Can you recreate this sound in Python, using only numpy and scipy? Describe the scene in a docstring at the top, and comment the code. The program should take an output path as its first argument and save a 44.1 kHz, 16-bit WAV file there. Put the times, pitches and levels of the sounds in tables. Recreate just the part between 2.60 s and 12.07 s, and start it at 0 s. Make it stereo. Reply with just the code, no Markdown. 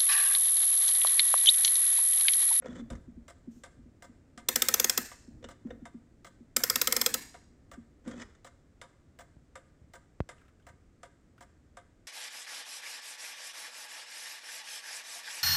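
"""The pawl of a wooden cuckoo clock snaps over its ratchet: two turns of a steel key, each snap a noise burst
through steel and wood resonances. The clock ticks close by, slightly out of beat, as two pallets strike in turn.
Around and between the turns the key knocks, scrapes and squeaks on its arbor and the case booms softly; the key
is drawn out, the microphone is bumped and a fingertip brushes the minute hand. Shaped noise makes the quiet
room's rumble, murmur and hiss; decaying noise makes its reverberation."""
import sys
import numpy as np
from scipy import signal
from scipy.fft import rfft, irfft, next_fast_len
from scipy.io import wavfile
from scipy.ndimage import uniform_filter1d

SR = 44100
rng = np.random.default_rng(int(sys.argv[2]) if len(sys.argv) > 2 else 0)


def dump(signal):
    """Clip the signal to [-1, 1] and save it as 16-bit WAV at the path in sys.argv[1]."""
    limited = np.clip(np.atleast_2d(signal).T, -1, 1)
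    pcm = np.round(limited * 32767).astype(np.int16)
    wavfile.write(sys.argv[1], SR, pcm)


N = 417627
TIME = np.arange(N) / SR
AGE = TIME[:SR // 8]  # seconds since a contact
SIZE = next_fast_len(N + SR, True)
HZ = np.fft.rfftfreq(SIZE, 1 / SR)


def amp(db):
    """Logarithmic level: decibels to amplitude gain."""
    return 10 ** (np.asarray(db) / 20)


def unit(x):
    """Normalization: scale to an rms of 1."""
    return x / np.sqrt(np.mean(x ** 2) + 1e-20)


def decay(t60):
    """Exponential damping: 60 dB lost in t60 seconds."""
    return amp(-60 * AGE / t60)


def onset(rise):
    """Gradual onset: the gain grows from 0 towards 1 on a time scale of rise seconds."""
    return 1 - np.exp(-(AGE / rise) ** 2)


def sine(hz):
    """Simple harmonic motion at one pitch."""
    return np.sin(2 * np.pi * hz * AGE)


def along(points, hz=HZ):
    """Interpolation of (hz, value) points on a logarithmic frequency axis."""
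    point_hz, value = np.transpose(points)
    return np.interp(np.log(hz + 1), np.log(point_hz + 1), value)


def filtered(x, response):
    """Linear filtering: the spectrum is multiplied by a frequency response."""
    return irfft(rfft(x, SIZE) * response, SIZE)[..., :N]


def colour(points):
    """Minimum phase: a causal response with the given spectrum and a mean power gain of 1."""
    cepstrum = irfft(np.log(amp(along(points))), SIZE)
    cepstrum[1:SIZE // 2] *= 2
    cepstrum[SIZE // 2 + 1:] = 0
    response = np.exp(rfft(cepstrum))
    return response / np.sqrt(np.mean(abs(response) ** 2))


def body(modes):
    """Modal superposition: damped resonances of alternating sign, with a mean power gain of 1."""
    response = 0
    for k, (hz, width_hz, db) in enumerate(modes):
        damping = 1j * HZ * width_hz
        response = response + (-1) ** k * amp(db) * damping / (hz * hz - HZ ** 2 + damping)
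    return response / np.sqrt(np.mean(abs(response) ** 2))


# Left-right likeness of the clock's sound: pitch_hz, correlation (0-1)
ALIKE = [(200, 1), (600, 0.71), (1400, 0.32), (5000, 0.37), (12000, 0.053)]
LEAD_S = 0.0003367  # arrival at the left ahead of the right


def heard(pair, response, alike=ALIKE):
    """Interaural coherence and delay: two drives through a response, blended into left and right; the left leads."""
    turn = np.arccos(np.clip(along(alike), -1, 1)) / 2
    mid, side = rfft(pair, SIZE) * response * np.array([np.cos(turn), np.sin(turn)])
    lead = np.exp(1j * np.pi * HZ * LEAD_S)
    return irfft([(mid + side) * lead, (mid - side) / lead], SIZE)[:, :N]


def noise(size=N):
    """Statistical independence: two unrelated white noises."""
    return rng.standard_normal((2, size))


def chatter(rise, t60, habit=0, share=0):
    """Contact noise: a brief rattle builds up and dies; a share of its power repeats the part's habitual grain."""
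    shape = onset(rise) * decay(t60)
    share = np.clip(share, 0, 1)
    grain = np.sqrt(share) * habit + np.sqrt(1 - share) * noise(len(AGE))
    return shape / shape.max() * grain


def add(track, s, sound):
    """Superposition: mix a sound into a track at time s."""
    part = track[..., max(0, round(s * SR)):][..., :sound.shape[-1]]
    part += sound[..., :part.shape[-1]]


def tinted(x, points):
    """Spectral equalization: a short contact is evened out, then given its own (hz, db) colour."""
    size = 2 * x.shape[-1]
    spectrum = rfft(x, size)
    power = abs(uniform_filter1d(abs(spectrum) ** 2, size=300, axis=-1)) + 1e-30
    evened = spectrum * np.sqrt(power.mean() / power)
    tint = amp(along(points, np.fft.rfftfreq(size, 1 / SR)))
    return irfft(evened * tint, size)[..., :size // 2]


def strokes(rows, attack, release):
    """Power addition of envelopes: one gain per sample for each db column of (start, length, db, ..) rows."""
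    power = 0
    for start, length, *db in rows:
        corners = [start - attack, start, start + length, start + length + release]
        shape = np.interp(TIME, corners, [0, 1, 1, 0]) ** 2
        power = power + (amp(db)[:, None] * shape) ** 2
    return np.sqrt(power)


# Spectra of the room's rumble, murmur and hiss: pitch_hz, density_db
RUMBLE = [(12, -43.5), (20, -5.5), (70, 1.5), (150, -7), (182, -8.5), (211, -29.5), (300, -12),
          (390, -41.5), (660, -120)]
MURMUR = [(80, -15), (170, -9.5), (250, 1.5), (380, -9.5), (700, -18.5), (2000, -51.5)]
HISS = [(300, 0), (600, -6), (900, -14), (1250, -12), (2000, -15), (2800, -22), (4000, -24), (6000, -24),
        (7600, -22), (9000, -29), (10500, -38), (16000, -42)]
# Left-right likeness of the room tone: pitch_hz, correlation (0-1)
STILL = [(60, 1), (180, 0.97), (550, 0.37), (1650, 0), (15000, 0.086)]
# The hand resting on the key: start_s, length_s, rumble_db, murmur_db
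HOLD = [(0.0, 5.65, -66, -67)]
# The hand bearing on the key and its spring: start_s, length_s, rumble_db, murmur_db
STRAINS = [(0.094, 0.17, -54, -57), (0.31, 0.021, -43.5, -49.5), (0.48, 0.11, -55, -68),
           (1.185, 0.079, -56, -77), (1.92, 0.51, -60.5, -56.5), (2.703, 0.18, -55.5, -59.5),
           (3.072, .08, -53.5, -55.5), (3.988, 0.61, -64, -53.5), (5.48, 0.15, -57, -56)]


def room_tone(still_rumble_db=-64, still_murmur_db=-70, attack_s=0.026, release_s=0.17):
    """Stationary and modulated noise: rumble and murmur swell as the hand bears on the key; the hiss is steady."""
    rumble_gain, murmur_gain = strokes(HOLD + STRAINS, attack_s, release_s)
    rumble = np.hypot(amp(still_rumble_db), rumble_gain) * heard(noise(), colour(RUMBLE), STILL)
    murmur = np.hypot(amp(still_murmur_db), murmur_gain) * heard(noise(), colour(MURMUR), STILL)
    hiss = amp(-66.5) * heard(noise(), colour(HISS), STILL)
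    return rumble + murmur + hiss


# Colour of the reverberation: pitch_hz, gain_db
ECHO = [(200, -11), (600, 4), (1900, 5), (5000, 2), (15000, 5.5)]
# Reverberation time: pitch_hz, t60_s
ROOM = [(200, .8), (1000, .52), (2000, .54), (3000, .58), (5000, .66), (8000, .58), (12000, .32),
        (16000, .22)]


def wall_tail():
    """Frequency-dependent absorption: the walls' answer to a click, each frequency dying at its own speed."""
    hz, t, grain = signal.stft(noise(SR * 5 // 8), SR, nperseg=256)
    fading_db = along(ECHO, hz)[:, None] - 60 * t / along(ROOM, hz)[:, None]
    tail = signal.istft(grain * amp(fading_db), SR, nperseg=256)[1]
    flutter = unit(uniform_filter1d(rng.standard_normal(tail.shape[1]), size=200))
    tail *= amp(2.0 * flutter)  # the tail's loudness flutters at random
    tail *= 1 - np.exp(-(TIME[:tail.shape[1]] / 0.005) ** 2)  # reflections need time to arrive
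    return tail / np.linalg.norm(tail[0])


def room(x, drift_s=.43):
    """Time-varying reverberation: the sound drifts in a steady cycle between two wall tails."""
    turn = 2 * np.pi * TIME / drift_s
    first = signal.fftconvolve(x * np.cos(turn), wall_tail(), axes=1)
    second = signal.fftconvolve(x * np.sin(turn), wall_tail(), axes=1)
    return (first + second)[:, :N]


# Jostles and taps on the microphone, relative levels: start_s, thud_db, tap_db
BUMPS = [(0.312, -38, -60), (6.767, -32.5, -54), (7.216, -35.5, -79), (7.243, -37, -75), (7.604, -10, -16),
         (8.103, -39, -69.5), (8.139, -38, -70)]


def bump(thud_hz=82, thud_t60=0.015, tap_hz=470, tap_t60=0.0048, crack_db=-14):
    """Damped oscillation: knocks on the microphone's housing swing low and die fast, with a sharper tap on top."""
    thud = -sine(thud_hz) * decay(thud_t60)
    tap = np.cos(2 * np.pi * tap_hz * AGE) * decay(tap_t60)
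    track = np.zeros((2, N))
    for s, thud_db, tap_db in BUMPS:
        crack = amp(crack_db) * chatter(rise=0.00088, t60=0.019)
        add(track, s, amp(thud_db) * thud + amp(tap_db) * (tap + crack))
    track = signal.sosfilt(signal.butter(4, 55, "highpass", fs=SR, output="sos"), track)
    return filtered(track, 1 / (1 + 1j * HZ / 2000) ** 2) * amp([[-2], [2]])


# Fingertip scuffs on the minute hand, relative levels: start_s, level_db, pitch_hz
TOUCHES = [(7.7807, -62, 2750), (7.791, -66, 2460), (7.813, -57, 1450), (7.817, -75, 2800),
           (7.85, -59, 1350), (7.88, -57.5, 1500), (7.885, -76, 2750), (7.996, -63, 1620),
           (8.023, -68, 3100), (8.7786, -54, 1410)]
# Resonances of the minute hand: pitch_hz, width_hz, level_db
HAND = [(1377, 230, 15), (2800, 250, -6), (7400, 1000, -27)]
# Skin sliding over the key: start_s, length_s, level_db
SLIDES = [(0.915, 0.072, -70)]
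# Spectrum of sliding skin: pitch_hz, density_db
SKIN = [(1000, -21), (2500, -4), (4000, -4), (7300, 6), (10000, -10), (15000, -9), (17000, -31)]


def fingertip(rise=0.00077, t60=0.094, width_hz=330, dry_db=-9, slide_attack=0.023, slide_release=0.11):
    """Friction noise: skin hisses over the key, and scuffs on the minute hand excite a resonance at each pitch."""
    scuffs, chirps = np.zeros((2, 2, N))
    for s, db, hz in TOUCHES:
        scuff = amp(db) * chatter(rise, t60)
        add(scuffs, s, amp(dry_db) * scuff)
        resonator = signal.iirpeak(hz, hz / width_hz, fs=SR)
        add(chirps, s, np.sqrt(SR / np.pi / width_hz) * signal.lfilter(*resonator, scuff))
    slide, = strokes(SLIDES, slide_attack, slide_release)
    return heard(chirps, 0.47) + heard(scuffs, body(HAND)) + heard(slide * noise(), colour(SKIN))


# The key squeaking on its arbor, relative levels: start_s, length_s, pitch_hz, level_db
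SQUEAKS = [(0.065, 0.01, 3390, -55), (0.1, 0.013, 3440, -55), (0.165, 0.014, 3440, -58),
           (0.185, 0.023, 3480, -55), (5.523, 0.018, 3280, -57), (5.582, 0.014, 1290, -47),
           (5.612, 0.013, 5120, -49)]


def squeaks(waver=.02, edge_s=0.0077, overtone_db=-12):
    """Stick-slip oscillation: steel on steel gives short chirps of wavering pitch with an octave overtone."""
    track = np.zeros(N)
    for s, length, hz, db in SQUEAKS:
        wander = unit(uniform_filter1d(rng.standard_normal(len(AGE)), size=60))
        phase = 2 * np.pi * np.cumsum(hz * (1 + waver * wander)) / SR
        shape = np.interp(AGE, [0, edge_s, edge_s + length, 2 * edge_s + length], [0, 1, 1, 0])
        chirp = np.sin(phase) + amp(overtone_db) * np.sin(2 * phase)
        add(track, s - edge_s, amp(db) * shape * chirp)
    return heard(track * np.array([[1], [0]]), 0.77)


# Fingers nudging the key, relative levels: start_s, level_db
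NUDGES = [(0.085, -50), (0.104, -44), (0.121, -46.5), (0.217, -39), (0.316, -39), (0.479, -44),
          (0.571, -44), (0.875, -38), (0.964, -48), (1.188, -52), (1.257, -51), (1.491, -51),
          (1.771, -49.5), (1.962, -38), (2.382, -38.5), (2.679, -45), (2.846, -48), (3.051, -34),
          (3.22, -43), (3.344, -40.5), (3.805, -48.5), (5.175, -42), (5.469, -34.5), (5.518, -54),
          (5.557, -45), (5.573, -44.5)]
# The key knocking on its arbor, relative levels: start_s, level_db, steel_click_db, key_ring_db
KNOCKS = [(0.0211, -37.5, -34, -73), (0.0433, -38, -44, -70), (0.0572, -31.5, -25, -58),
          (0.331, -41.5, -22.5, -68), (0.352, -59.5, -0.5, -68), (2.826, -48, -18, -62),
          (2.841, -37.5, -15, -43.5), (3.1037, -33.5, -40.5, -50.5), (5.459, -47, -30, -74),
          (5.511, -44, -10, -60), (5.539, -46, -19, -68), (5.618, -42.5, -5.5, -67), (5.749, -69.5, 3, -72)]
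# The key dragging on its arbor, relative levels: start_s, length_s, case_rumble_db, scrape_db
DRAGS = [(0.06, 0.073, -45, -64), (0.155, 0.049, -43.5, -57.5), (3.075, .05, -49.5, -73),
         (5.468, 0.068, -45, -61), (5.57, 0.024, -49, -58.5), (5.6, 0.027, -54.5, -51.5)]
# Spectrum of scraping steel: pitch_hz, density_db
SCRAPE = [(290, -31.5), (500, -9), (886, -8.5), (1270, -2.5), (1480, -6), (1880, -1.5), (2700, -22.5),
          (3420, -15), (3900, -17.5), (5300, -18), (7400, -15), (14000, -60)]
# Resonances of the hollow case, its wood, the mounting board and the key: pitch_hz, width_hz, level_db
BOOM = [(177, 16, -8.5), (229.7, 12.3, 5), (256.8, 35, -1), (371.3, 48, -15.5)]
CASE = [(359, 18, -3.5), (463, 8.3, 0.5), (519.5, 21, 2), (732, 35, -7), (1006, 87, -7), (1289, 42, 2.5),
        (1397, 84, -2), (1549, 180, -4), (1853, 76, -1), (2093, 44, -1)]
BOARD = [(290, 120, -13), (387, 80, -1), (502.3, 61, 6.5), (696, 66, -8), (1340, 340, -2), (1646, 160, -2),
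         (2160, 360, -5.5)]
SHANK = [(2940, 70, -2.5), (3560, 71, 0), (3740, 76, -5), (4120, 70, -16), (5905, 83, -14),
         (7550, 110, -9.5)]


def key(drag_attack_s=0.042, drag_release_s=0.0207):
    """Impact and friction excitation: soft fingers only boom the case; bare steel clicks, scrapes and squeaks."""
    push = np.zeros(N)
    knock, click, clack = np.zeros((3, 2, N))
    for s, db in NUDGES:
        add(push, s, amp(db + 28.0) * np.ones(1))
    for s, db, steel_db, ring_db in KNOCKS:
        add(clack, s, amp(ring_db) * chatter(rise=0.0015, t60=0.029))
        add(knock, s, amp(db + 1.0) * chatter(rise=0.00068, t60=0.05))
        add(knock[0], s + 0.00115, amp(db + 23) * np.ones(1))  # the blow itself rings the wood
        add(click, s, amp(db + steel_db + 6.5) * chatter(rise=0.00053, t60=0.059))
    rumble, scratch = strokes(DRAGS, drag_attack_s, drag_release_s)
    wander = unit(uniform_filter1d(rng.standard_normal(N), SR // 250))
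    grip = unit(amp(3 * wander))  # the grip sticks and slips
    rub = rumble * grip * noise()
    scrape = scratch * grip * noise()
    boom = heard(push * np.array([[1], [0]]) + rub, body(BOOM) / (1 + (HZ / 1100) ** 4))
    wood_response = (amp(-3.0) * body(CASE) + amp(-3.5) * body(BOARD)) / (1 + 1j * HZ / 600)
    wood = heard(knock + amp(-3.5) * rub, wood_response)
    shank = heard(clack + amp(-11) * scrape, body(SHANK))
    steel = heard(click + scrape, amp(3.5) * colour(SCRAPE))
    return boom + wood + shank + steel + squeaks()


# Beats, tick and tock in turn, uneven on the worn wheel, relative levels: start_s, level_db, brass_db, case_knock_db
BEATS = [(0.3015, 0, 1, -44), (0.68, -1, 1, -48), (1.0355, 0, 3, -50), (1.4225, -2, 0, -50),
         (1.776, -1, 3, -50), (2.158, 0, 0, -48), (2.515, -2, -2, -48), (2.887, -1, 1, -48),
         (3.254, -1, -2, -48), (3.6455, 0, -1, -47), (4.0, 0, 0, -48), (4.38, 0, 0, -48),
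         (4.7415, -2, -2, -41), (5.1142, -1, -2, -48), (5.477, -1, 0, -51), (5.8455, 0, 0, -48),
         (6.2142, 1.5, 0.5, -46), (6.5883, 1, -2, -46), (6.9545, 1.5, -2.5, -44), (7.335, -.5, -1.5, -47),
         (7.6895, 2.5, -1.5, -42), (8.0665, -2, -4, -45), (8.431, -1.5, -1.5, -45), (8.807, -2, -3, -43),
         (9.1695, -2, -1, -47)]
# Entry and exit pallet, relative levels: contact_db, recoil_delay_s, recoil_db, brass_ring_db, repeated_share (0-1)
PALLETS = [(-38, 0.014, -50.5, -6.5, 0.4), (-40.5, .013, -43.5, -4.5, 0.1)]
# Clear notes of each pallet, relative levels: pitch_hz, level_db
PALLET_RINGS = [
    [(3655, -62.5), (9750, -70.5)],
    [(3950, -69), (14720, -72)],
]
# Bands that every beat stresses by its own random amount: pitch_hz
BEAT_HZ = [550, 900, 1400, 2100, 3600, 7500]
# Spectrum of a tick: pitch_hz, density_db
TICK = [(250, -37), (500, -16), (1200, -4.5), (2100, -4), (2500, -15), (3700, -4), (4500, -8.5),
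        (6500, -9.5), (7500, -1.5), (8800, -13.5), (9800, -21), (11000, -29.5), (15000, -31), (17000, -51)]
# Resonances of the movement: pitch_hz, width_hz, level_db
MOVEMENT = [(530, 36, 1), (697.4, 33, 2.5), (962.6, 32, -1), (1188.5, 75, 1.5), (1467, 55, -14.5),
            (1545, 38, 1), (2078, 50, -9.5), (3670, 150, -11.5), (4960, 98, -16), (7750, 80, -19.5),
            (7727, 48, -10), (8240, 54, -23), (9616, 150, -11.5), (11690, 120, -31.5)]


def escapement(beat_colour_db=1, note_t60=.12):
    """Alternating impacts: two pallets catch the wheel in turn; contact and recoil ring the movement, a knock the case."""
    dull, bright, knock, notes = np.zeros((4, 2, N))
    habits = [noise(len(AGE)) for _ in PALLETS]
    colours = beat_colour_db * rng.standard_normal((len(BEATS), len(BEAT_HZ)))
    colours -= colours.mean(axis=1, keepdims=True)
    for k, (s, db, brass_db, wood_db) in enumerate(BEATS):
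        first_db, delay, recoil_db, ring_db, share = PALLETS[k % 2]
        habit = habits[k % 2]
        contact = amp(db + first_db) * chatter(0.00082, 0.09, habit, share)
        touch_db = db + first_db + rng.normal(2.5, 2.2)
        add(contact, 0, amp(touch_db) * chatter(rise=0.00065, t60=0.01))  # the hard first touch
        recoil = amp(db + recoil_db) * chatter(0.0086, 0.06, habit[:, ::-1], share)
        add(contact, delay * rng.uniform(.75, 1.2), recoil)
        contact = tinted(contact, np.transpose([BEAT_HZ, colours[k]]))
        add(dull, s, contact)
        for hz, note_db in PALLET_RINGS[k % 2]:
            add(notes[0], s, amp(db + note_db + rng.normal(0, 2)) * decay(note_t60) * sine(hz))
        add(bright, s, amp(ring_db + brass_db) * contact)
        add(knock, s, amp(wood_db) * chatter(rise=0.0015, t60=.03))
    high = 1 / (1 + (2700 / (HZ + 1)) ** 8)  # the brass rings above the wood
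    drive = filtered(dull, 1 - high) + filtered(bright, high)
    movement = heard(drive, amp(-4.5) * colour(TICK) + amp(-4.5) * body(MOVEMENT))
    case = heard(knock, body(CASE) / (1 + 1j * HZ / 900))
    return (movement + heard(notes, 2) + case) * amp([[-.5], [.5]])


# Pawl snaps, one per ratchet tooth, relative levels: start_s, level_db, pitch_hz, ring_db, low_clank_db, high_ping_db
PAWL = [(1.8866, -9.5, 5990, -19, 4, 0), (1.9579, -7.5, 5870, -16, -1.5, 0.5),
        (2.0202, -8.5, 3580, -14, 3, 0.5), (2.0853, -8.5, 4140, -25, 0, 0.5),
        (2.1401, -8, 6170, -11, -0.5, 0.5), (2.1979, -8, 6610, -12, 0, -1),
        (2.2438, -8.5, 6450, -7.5, -2.5, 0), (2.2963, -9.5, 5300, -12.5, -1.5, 2),
        (2.376, -8.5, 5130, -16, -2, 0), (3.9648, -10, 5070, -14.5, -1.5, 3),
        (4.0366, -8.5, 5140, -12, -2.5, -1.5), (4.099, -9.5, 4940, -7, -6.5, -0.5),
        (4.157, -10, 5070, -20, 2, -2.5), (4.215, -8.5, 5140, -12.5, 1, -2),
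        (4.2724, -9.5, 4900, -17.5, 1.5, -2.5), (4.324, -10, 4940, -12.5, -1.5, 0),
        (4.365, -10, 5080, -13, -6, -2), (4.4138, -11, 5070, -16.5, -0.5, -0.5),
        (4.4615, -9.5, 5170, -14.5, 2.5, 2), (4.5406, -11, 4870, -21, 1, 1)]
# Spectra of the snap and of what the ratchet sends into the room: pitch_hz, density_db
SNAP = [(300, -31), (1000, -11.5), (2800, -9), (3400, -13), (4500, -1.5), (5000, -4), (7400, -5.5),
        (8600, -4), (10500, -3), (12500, -1.5), (15400, -2.5), (16500, -26)]
SPILL = [(300, -9), (800, -6.5), (1300, -4), (1750, 0), (2150, 1.5), (2900, -9), (4200, -4.5), (5000, -4.5),
         (7300, -1), (8500, -2.5), (9700, -6), (12500, 3), (15700, -3.5), (16200, -31)]
# Resonances of the ratchet's steel: pitch_hz, width_hz, level_db
STEEL = [(2440, 950, -15), (3347, 217, 4), (4152, 120, -1.5), (5000, 150, 8.5), (6370, 380, -5.5),
         (6520, 110, 4.5), (7500, 390, 3), (8600, 120, 1.5), (8380, 180, -2.5), (10300, 140, -3.5),
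         (11943, 250, -6.5), (12450, 280, -0.5), (11850, 230, 1.5), (13780, 120, 2), (13300, 180, -4)]


def ratchet(ring_rise=0.0003, ring_t60=0.0196, same=0.16, sparkle_db=-3.5, blow_db=-6.5, rattle_db=-31):
    """Impulsive excitation of coupled bodies: steel cracks at each tooth and wood answers; returns direct and spill."""
    snap, sparkle, ring, blow, knock = np.zeros((5, 2, N))
    habit = noise(len(AGE))  # grain common to all teeth
    bounces = rng.uniform(.0005, .0014, len(PAWL))  # the pawl bounces once
    for (s, db, ring_hz, ring_db, clank_db, ping_db), bounce in zip(PAWL, bounces):
        crack = amp(db) * chatter(rise=0.0016, t60=0.012, habit=habit, share=same)
        add(crack, bounce, amp(-7.0) * crack)
        tone = [(2400, 0), (3200, clank_db), (3900, clank_db), (4800, -0.29),
                (6300, -1), (7300, ping_db), (8800, ping_db), (10500, 0)]
        add(snap, s - .0008, tinted(crack, tone))
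        add(snap, s, amp(db - 19.5) * chatter(rise=0.0042, t60=0.048))
        add(sparkle, s, amp(db + sparkle_db) * chatter(rise=0.0022, t60=0.018))
        slip = amp(db - 23.0) * chatter(rise=0.002, t60=0.012)
        add(snap, s - .0025, slip)  # the pawl slips over the tooth's tip
        add(ring[0], s, amp(ring_db) * decay(ring_t60) * onset(ring_rise) * sine(ring_hz))
        add(blow[0], s + 0.00062, amp(db + blow_db) * np.ones(1))  # one clean blow on the mounting board
        add(blow, s, amp(db - 25.0) * chatter(rise=0.0032, t60=0.013))
        add(knock, s, amp(rattle_db) * chatter(rise=0.0043, t60=.016))
    high = 1 / (1 + (9500 / (HZ + 1)) ** 12)  # the highest modes start a moment later
    drive = filtered(snap, 1 - high) + filtered(sparkle, high)
    steel = heard(drive, amp(-4.5) * colour(SNAP) + amp(-7.0) * body(STEEL)) + heard(ring, 1)
    board = heard(blow, amp(4) * body(BOARD))
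    case = heard(knock, amp(4.0) * body(CASE) + amp(-11.5) * body(BOOM))
    direct = steel * amp([[1], [-1]]) + (board + case) * amp([[-.7], [.7]])
    spill = heard(drive, colour(SPILL)) + heard(ring, amp(-3))
    return direct, spill


def scene():
    """Superposition of direct and reverberant sound: the clock close in front, the room around it."""
    winding, spill = ratchet()
    ticking = escapement()
    handling = key() + fingertip()
    walls = room(amp(-15.0) * spill + amp(-14.5) * ticking + amp(-15.0) * handling)
    return winding + ticking + handling + walls + bump() + room_tone()


def record(dry, top_hz=16300):
    """Band limiting: a very steep low-pass at top_hz."""
    return filtered(dry, 1 / (1 + (HZ / top_hz) ** 120))


dry = scene()
out = record(dry)
dump(out)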